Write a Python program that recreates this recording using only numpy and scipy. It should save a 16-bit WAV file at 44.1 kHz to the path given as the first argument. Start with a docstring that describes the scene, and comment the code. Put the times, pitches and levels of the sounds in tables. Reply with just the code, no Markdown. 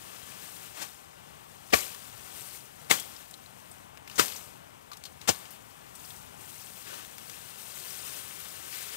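"""A machete cuts a clump of tall grass on an open hillside: one light swipe, then four hard chops.
Each chop is made of bursts of tiny fibre cracks for the rip and the bite, ringing thuds and a dying rattle.
Snaps and a faint tick are short pitched bursts; leaves slide and stalks rub as the clump is gathered by hand.
Behind this close work the hillside hisses faintly, as slowly wavering coloured noise.
The left side is the stronger; the right is weak, dull and well out of phase."""
import sys
import numpy as np
from scipy import signal
from scipy.fft import rfft, irfft
from scipy.io import wavfile
from scipy.ndimage import uniform_filter1d

SR = 44100
rng = np.random.default_rng(int(sys.argv[2]) if len(sys.argv) > 2 else 0)


def pcm_store(signal):
    """Save signal as 16-bit PCM."""
    levels = np.round(np.clip(np.atleast_2d(signal), -1, 1) * 32767)
    wavfile.write(sys.argv[1], SR, levels.astype(np.int16).T)


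N = 395136


def from_db(db):
    """Amplitude of a level in dB."""
    return 10 ** (np.asarray(db) / 20)


def rms_one(x):
    """Scale x to an rms of 1."""
    return x / np.sqrt(np.mean(x ** 2) + 1e-20)


def at_hz(points, size):
    """Each column of a table on the frequency grid of a signal of this size."""
    hz, *columns = np.transpose(points)
    grid = np.log(np.fft.rfftfreq(size, 1 / SR) + 1e-3)
    return [np.interp(grid, np.log(hz), column) for column in columns]


def colour(x, spectrum):
    """Give x a spectrum that falls away below its lowest point; rms 1."""
    level_db, = at_hz(spectrum, len(x))
    lowest_hz = spectrum[0][0]
    skirt = np.minimum(np.fft.rfftfreq(len(x), 1 / SR) / lowest_hz, 1) ** 2
    return rms_one(irfft(rfft(x) * from_db(level_db) * skirt, len(x)))


def drift(per_s, size):
    """Random wandering: straight lines between chance values of spread 1."""
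    knots = rng.standard_normal(size // 20 + 2)
    position = np.arange(size) * min(per_s / SR, 1 / 20)
    return np.interp(position, np.arange(len(knots)), knots)


def cracks(per_s, spread_db, size):
    """Tiny fibre cracks at random moments, most small and a few large; rms 1."""
    strength = from_db(spread_db * np.minimum(rng.exponential(1, size), 4))
    happens = rng.random(size) < per_s / SR
    return rms_one(happens * strength * rng.choice([-1, 1], size))


def even(x, span_s):
    """A steady force keeps the power of the cracks nearly constant over this span."""
    power = uniform_filter1d(x ** 2, max(int(span_s * SR), 2))
    return x / np.sqrt(np.abs(power) + 1e-9)


def dying(t, t60):
    """Exponential decay from t = 0, losing 60 dB in t60 seconds."""
    return from_db(-60 * np.maximum(t, 0) / t60) * (t >= 0)


def add(out, start, x):
    """Mix x in from sample start."""
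    x = x[:len(out) - start]
    out[start:start + len(x)] += x


def crackle(per_s, size):
    """Little stems tick against each other, each exciting one of 18 brief resonances; rms 1."""
    out = np.zeros(size)
    cycles = 24  # of ringing before a tick has lost 60 dB
    for hz in np.geomspace(2000, 8500, 18):
        w = 2 * np.pi * hz / SR
        r = np.exp(-np.log(1000) * hz / (cycles * SR))
        hits = cracks(per_s / 18, 3.2, size) + 1e-18
        ticks = signal.lfilter([1, 0, -1], [1, -2 * r * np.cos(w), r * r], hits)
        out += np.sqrt(hz) * rms_one(ticks)
    return rms_one(out)


def strokes():
    """Power of stalks and leaves: each hand stroke swells, holds while the hand moves and dies away."""
    # The hand sweeps, bends or pulls the grass:
    # start_s, length_s, stalks_rubbing_db, leaves_sliding_db
    hand_strokes = [(0.0, 0.36, -55, -67), (0.38, 0.3, -59.5, -51.5), (1.013, 0.65, -65, -84),
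                    (1.91, 0.12, -58, -56), (2.19, 0.09, -63, -55.5), (2.328, 0.23, -61, -48.5),
                    (3.043, 0.17, -60, -57.5), (3.52, 0.27, -72, -59), (4.084, 0.12, -55, -56),
                    (5.195, 0.33, -56.5, -62), (5.973, 0.19, -75, -50), (6.38, 0.45, -69, -51),
                    (6.84, 0.15, -49, -50), (7.266, .1, -55.5, -56), (7.566, 0.17, -68, -51),
                    (7.73, 0.27, -57, -45.5), (8.01, 0.17, -52.5, -44), (8.702, 0.3, -55.5, -51)]
    attack_s, t60_s = 0.032, 0.4  # the leaves take up the motion, then settle
    t, power = np.arange(N) / SR, np.zeros((2, N))
    for start, length, *levels_db in hand_strokes:
        swell = np.clip((t - start) / attack_s, 0, 1)
        settle = dying(np.maximum(t - start - length, 0), t60_s)
        power += np.outer(from_db(levels_db), swell * settle + 1e-9) ** 2
    return power


def rustle():
    """Stalks rub with a papery rasp; the fine-toothed leaf edges hiss over each other and stems tick."""
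    # How much the held clump keeps stirring: time_s, level_db
    stir_points = [(0.0, -51), (0.67, -51), (1.1, -61.5), (2.39, -48.5), (2.7, -57.5), (3.02, -52.5),
                   (4.02, -64.5), (4.29, -50), (4.59, -62.5), (6.44, -55), (6.64, -53), (7.58, -49),
                   (7.99, -45.5), (8.28, -46), (8.96, -44)]
    # Spectrum of rubbing stalks: pitch_hz, level_db (per Hz)
    stalk_spectrum = [(150, -14), (400, -1.5), (800, -6), (1250, 0), (1700, -1), (2200, -4.5), (2900, 0),
                      (4200, -6), (7000, -6), (15000, -19)]
    # Spectrum of sliding leaves: pitch_hz, level_db (per Hz)
    leaf_spectrum = [(800, -22), (2000, -9.5), (3500, -7), (5000, -7.5), (7400, -4), (8400, 1.5), (9200, 0),
                     (10200, -3.5), (14000, -2)]
    stir_db = np.interp(np.arange(N) / SR, *np.transpose(stir_points))
    # stalks follow 0.82 of the swing of the stir in dB; leaves follow all of it
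    stalks_db = -60.5 + 0.82 * (stir_db - stir_db.mean())
    leaves_db = -1 + stir_db
    resting = from_db([stalks_db, leaves_db])
    clumping = from_db(0.34 * drift(16, N))
    rubbing, sliding = np.sqrt(resting ** 2 + strokes()) * clumping

    stalks = colour(cracks(9000, 2.65, N), stalk_spectrum)
    stalks_uneven = from_db(1.7 * drift(35, N))
    ticks = from_db(-9) * crackle(800, N)
    leaves = colour(cracks(26000, 3.2, N), leaf_spectrum) + ticks
    leaves_uneven = from_db(1.13 * drift(60, N))
    return stalks * stalks_uneven * rubbing + leaves * leaves_uneven * sliding


def hillside():
    """Faint, distant outdoor air: coloured noise, never quite steady."""
    # Spectrum of the open air: pitch_hz, level_db (per Hz)
    air_spectrum = [(35, -25), (55, -5), (85, 1), (170, 1), (280, -6.5), (520, -9.5), (780, -4), (1200, -7),
                    (1700, -11), (2900, -13), (4500, -23), (7000, -23.5), (8600, -19.5), (10300, -26.5)]
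    level_db = -57 - 1.13 * drift(4.54, N)
    return from_db(level_db) * colour(rng.standard_normal(N), air_spectrum)


def crunch(spectrum, size):
    """Cracks under a steady push: fibres of each thickness give way at an even rate."""
    whole, out = rfft(colour(cracks(7000, 2.2, size), spectrum)), np.zeros(size)
    hz = np.fft.rfftfreq(size, 1 / SR)
    edges_hz = [0, 300, 700, 1500, 3000, 6000, SR / 2]
    for low, high in zip(edges_hz, edges_hz[1:]):
        band = irfft(whole * (hz >= low) * (hz < high), size)
        out += np.std(band) * even(rms_one(band), max(2 / (high - low), 0.003))
    return out


def chop(t, row, stalk_tone):
    """One blow tears leaves, bursts stalks and jars the base; t = 0 where the blade is deepest."""
    # Spectrum of tearing leaves: pitch_hz, level_db (per Hz)
    rip_spectrum = [(150, -0.5), (400, -4), (1200, -1), (3000, -0.5), (5000, -4), (8500, -1.5),
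                    (10500, -10.5), (15500, -7.5)]
    # Spectrum of the shaken leaves: pitch_hz, level_db (per Hz)
    shake_spectrum = [(200, -6.5), (500, -2.5), (1300, -1.5), (2100, -6), (3400, -4), (5800, -5),
                      (8700, 1.5), (10200, -4.5), (13000, 1), (15500, -5)]
    # Ringing of the rooted base: multiple_of_thud_hz, level_db, t60_s
    base_modes = [(1, 1.5, 0.093), (3.5, 8, 0.03), (5.5, -2, 0.041)]
    _, lead, bite_db, half, rip_db, rip_t60, shake_db, shake_t60, thud_db, thud_hz = row
    size = len(t)

    # the edge meets ever more leaves on its way in, rising by 12 dB, then slows
    touch = np.clip((t + lead) / 0.0046, 0, 1)
    entering = from_db(-12 * np.clip(-t / lead, 0, 1)) * touch * (t < 0)
    rip = crunch(rip_spectrum, size) * (entering + dying(t, rip_t60))

    # the packed stalks burst around the deepest point
    burst = np.clip(1 + t / lead, 0, 1) / (1 + (t / half) ** 2)
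    bite = crunch(stalk_tone, size) * burst

    # the jolted leaves go on rattling against each other
    grains = colour(cracks(10000, 2.8, size), shake_spectrum)
    rattle = grains + from_db(-6) * crackle(650, size)
    shake = even(rattle, 0.021) * dying(t, shake_t60) * np.clip(t / 0.003, 0, 1)

    # the rooted base takes the blow
    thud = np.zeros(size)
    for multiple, mode_db, t60 in base_modes:
        thud += from_db(mode_db) * np.sin(2 * np.pi * multiple * thud_hz * t) * dying(t, t60)
    thud *= np.clip(t / 0.0089, 0, 1)

    leaves = from_db(rip_db) * rip + from_db(shake_db) * shake
    return leaves + from_db(bite_db) * bite + from_db(thud_db) * thud


def machete():
    """All the blows, each biting into stalks with a tone of their own."""
    # Blows: deepest_s, lead_in_s, bite_db, half_length_s (bite at half amplitude), rip_db, rip_t60_s,
    # shake_db, shake_t60_s, thud_db, thud_hz
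    blows = [(0.825, 0.083, -38, 0.011, -40.5, 0.2, -48, 0.89, -75, 120),
             (1.738, 0.016, -14.5, 0.0049, -27, 0.19, -29, 0.58, -30.5, 75.4),
             (2.913, 0.017, -12, 0.0018, -21.5, 0.17, -33.5, 0.5, -44, 83),
             (4.197, 0.019, -14.5, 0.0026, -21.5, 0.16, -34, 0.8, -36, 110),
             (5.292, 0.019, -20, 0.0048, -22, 0.095, -39.5, 0.53, -31, 96)]
    # Tone of the stalks under each blow, one spectrum a blow: pitch_hz, level_db (per Hz)
    stalk_tones = [
        [(150, -59), (250, -19), (899, 5.5), (1030, 0), (1140, -2), (5640, 0), (14000, -10)],
        [(135, -42), (225, 3.5), (527, 0), (706, 3.5), (787, 4), (1020, -24), (1130, 1), (1410, -12), (1750, 1),
         (3260, -5), (4440, -14), (4960, -8.5), (8410, -21), (10300, -28), (14000, -23)],
        [(140, -40), (215, -4.5), (473, -6.5), (588, -20), (787, -2), (1490, -17), (2180, 4), (2440, -12),
         (2770, -2), (3140, -13), (3320, -2.5), (4610, -18), (5140, -8.5), (8250, -13), (14000, -21)],
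        [(110, -54), (180, -14), (264, -3), (328, -20), (424, 4), (719, -15), (802, -11), (1110, -3.5),
         (1290, 7), (2440, -23), (2720, 1), (3840, -10), (4130, -5), (8250, -13), (14000, -20)],
        [(110, -26), (180, 5.5), (284, -10), (759, 6), (847, 2), (1540, -5), (1720, -21), (1920, -24),
         (2480, -17), (2620, -10), (4360, -10), (4780, 1.5), (8720, -9), (10100, -19), (14000, -25)],
    ]
    out, t = np.zeros(N), np.arange(SR) / SR - 0.1
    for row, stalk_tone in zip(blows, stalk_tones):
        add(out, int((row[0] + t[0]) * SR), chop(t, row, stalk_tone))
    return out


def snaps_and_tick():
    """Each is a dying run of cracks, shaped round a pitch of its own and at most 0.2 s long."""
    # Single stalks snapping, save for 3.714 s, which is a faint short pitched tick at 8400 Hz:
    # start_s, level_db, pitch_hz, t60_s, ring_db (pitch against its near surroundings)
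    pitched_bursts = [(0.77, -44.5, 1570, 0.19, -3), (1.703, -48.5, 3100, 0.18, -3),
                      (1.917, -47, 3000, 0.11, 3), (1.946, -39.5, 1700, 0.031, 1),
                      (2.972, -42.5, 3300, 0.24, 21), (2.998, -31.5, 8250, 0.044, 6),
                      (3.164, -45, 5200, .04, 12), (3.310, -41, 8200, .025, 5),
                      (3.34, -40.5, 3840, 0.029, 11), (3.461, -45.5, 4100, 0.017, 20),
                      (3.714, -46.5, 8400, 0.062, 24), (3.973, -44, 2600, 0.027, 12),
                      (4.076, -42, 2240, 0.043, -2), (4.098, -39.5, 2750, 0.021, 9),
                      (4.113, -45, 4500, 0.037, 5), (4.157, -41, 6200, 0.16, 8),
                      (4.259, -31.5, 8200, .025, 9), (4.281, -34.5, 4330, 0.034, 11),
                      (4.321, -40, 3000, 0.056, 7), (4.362, -40.5, 6140, 0.099, 10),
                      (4.916, -44.5, 1185, 0.081, 21), (4.917, -44.5, 4200, 0.039, 8),
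                      (4.932, -44, 4000, 0.065, 8), (4.970, -45, 6400, .035, 3),
                      (5.038, -39, 4470, 0.034, 2), (5.053, -40, 4250, 0.079, 6),
                      (5.214, -41.5, 3100, 0.038, -2), (5.454, -44, 2800, 0.035, 5),
                      (5.506, -46.5, 13200, 0.2, 4), (5.952, -46, 8300, 0.12, 5),
                      (6.105, -43, 3400, 0.034, 14), (7.048, -41, 3000, .02, 1),
                      (7.182, -35.5, 1980, 0.013, -2), (7.297, -37, 3030, 0.021, -12),
                      (8.725, -44, 2760, 0.97, 0)]
    out, t = np.zeros(N), np.arange(SR // 5) / SR
    width = 1.18  # frequency ratio from the pitch to its surroundings
    for start, level_db, hz, t60, ring_db in pitched_bursts:
        tone = [(hz / 4, -13), (hz / width, 0), (hz, ring_db), (hz * width, 0), (hz * 4, -11)]
        burst = even(colour(cracks(7000, 3.5, len(t)), tone), 0.002)
        add(out, int(start * SR), from_db(level_db) * burst * dying(t, t60))
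    return out


def foliage(x):
    """Nearby leaves and stems throw back 24 faint echoes of the higher pitches within 10 ms."""
    count = 24
    echoes = np.zeros(SR // 100)
    echoes[rng.integers(SR // 1000, len(echoes), count)] = rng.standard_normal(count)
    echoes /= np.linalg.norm(echoes)
    bright = signal.sosfilt(signal.butter(1, 900, "high", fs=SR, output="sos"), x)
    return x + from_db(-14) * signal.fftconvolve(bright, echoes)[:N]


def ports(x):
    """Two microphone ports: the right is weak, dull and well out of phase, with a small diffuse part."""
    # Right port against left: pitch_hz, shared_db, phase_rad, unshared_db
    port_response = [(85, -37, 2.5, -37), (130, -29, 2.6, -40), (215, -15, 2.1, -34), (310, -9, 2.8, -48),
                     (510, -7.5, 2.75, -16), (1200, -9.5, 2.24, -29), (2470, -14, 1.85, -29),
                     (4800, -17.5, 1.6, -39), (9700, -28.5, 1.8, -25), (15000, -40, 2.5, -34)]
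    shared_db, phase, own_db = at_hz(port_response, N)
    shared = from_db(shared_db) * np.exp(1j * phase)
    # the shared sound keeps the spectrum of x in the mean of both sides
    left = 2 * rfft(x) / np.abs(1 + shared)
    # the diffuse part follows the same loudness with scrambled phase
    diffuse = rfft(irfft(left, N) * rms_one(drift(200, N)))
    right = left * shared + from_db(own_db) * diffuse
    return irfft(np.array([left, right]), N)


def scene():
    """The close work is heard through the undergrowth, over the open air."""
    work = rustle() + machete() + snaps_and_tick()
    return ports(foliage(work) + hillside())


def record(dry):
    """The highest peaks are rounded, then the top is cut above 15600 Hz."""
    rounded = np.tanh(dry)
    top_cut = signal.ellip(12, 0.1, 80, 15600, fs=SR, output="sos")
    return signal.sosfilt(top_cut, rounded)


dry = scene()
out = record(dry)
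pcm_store(out)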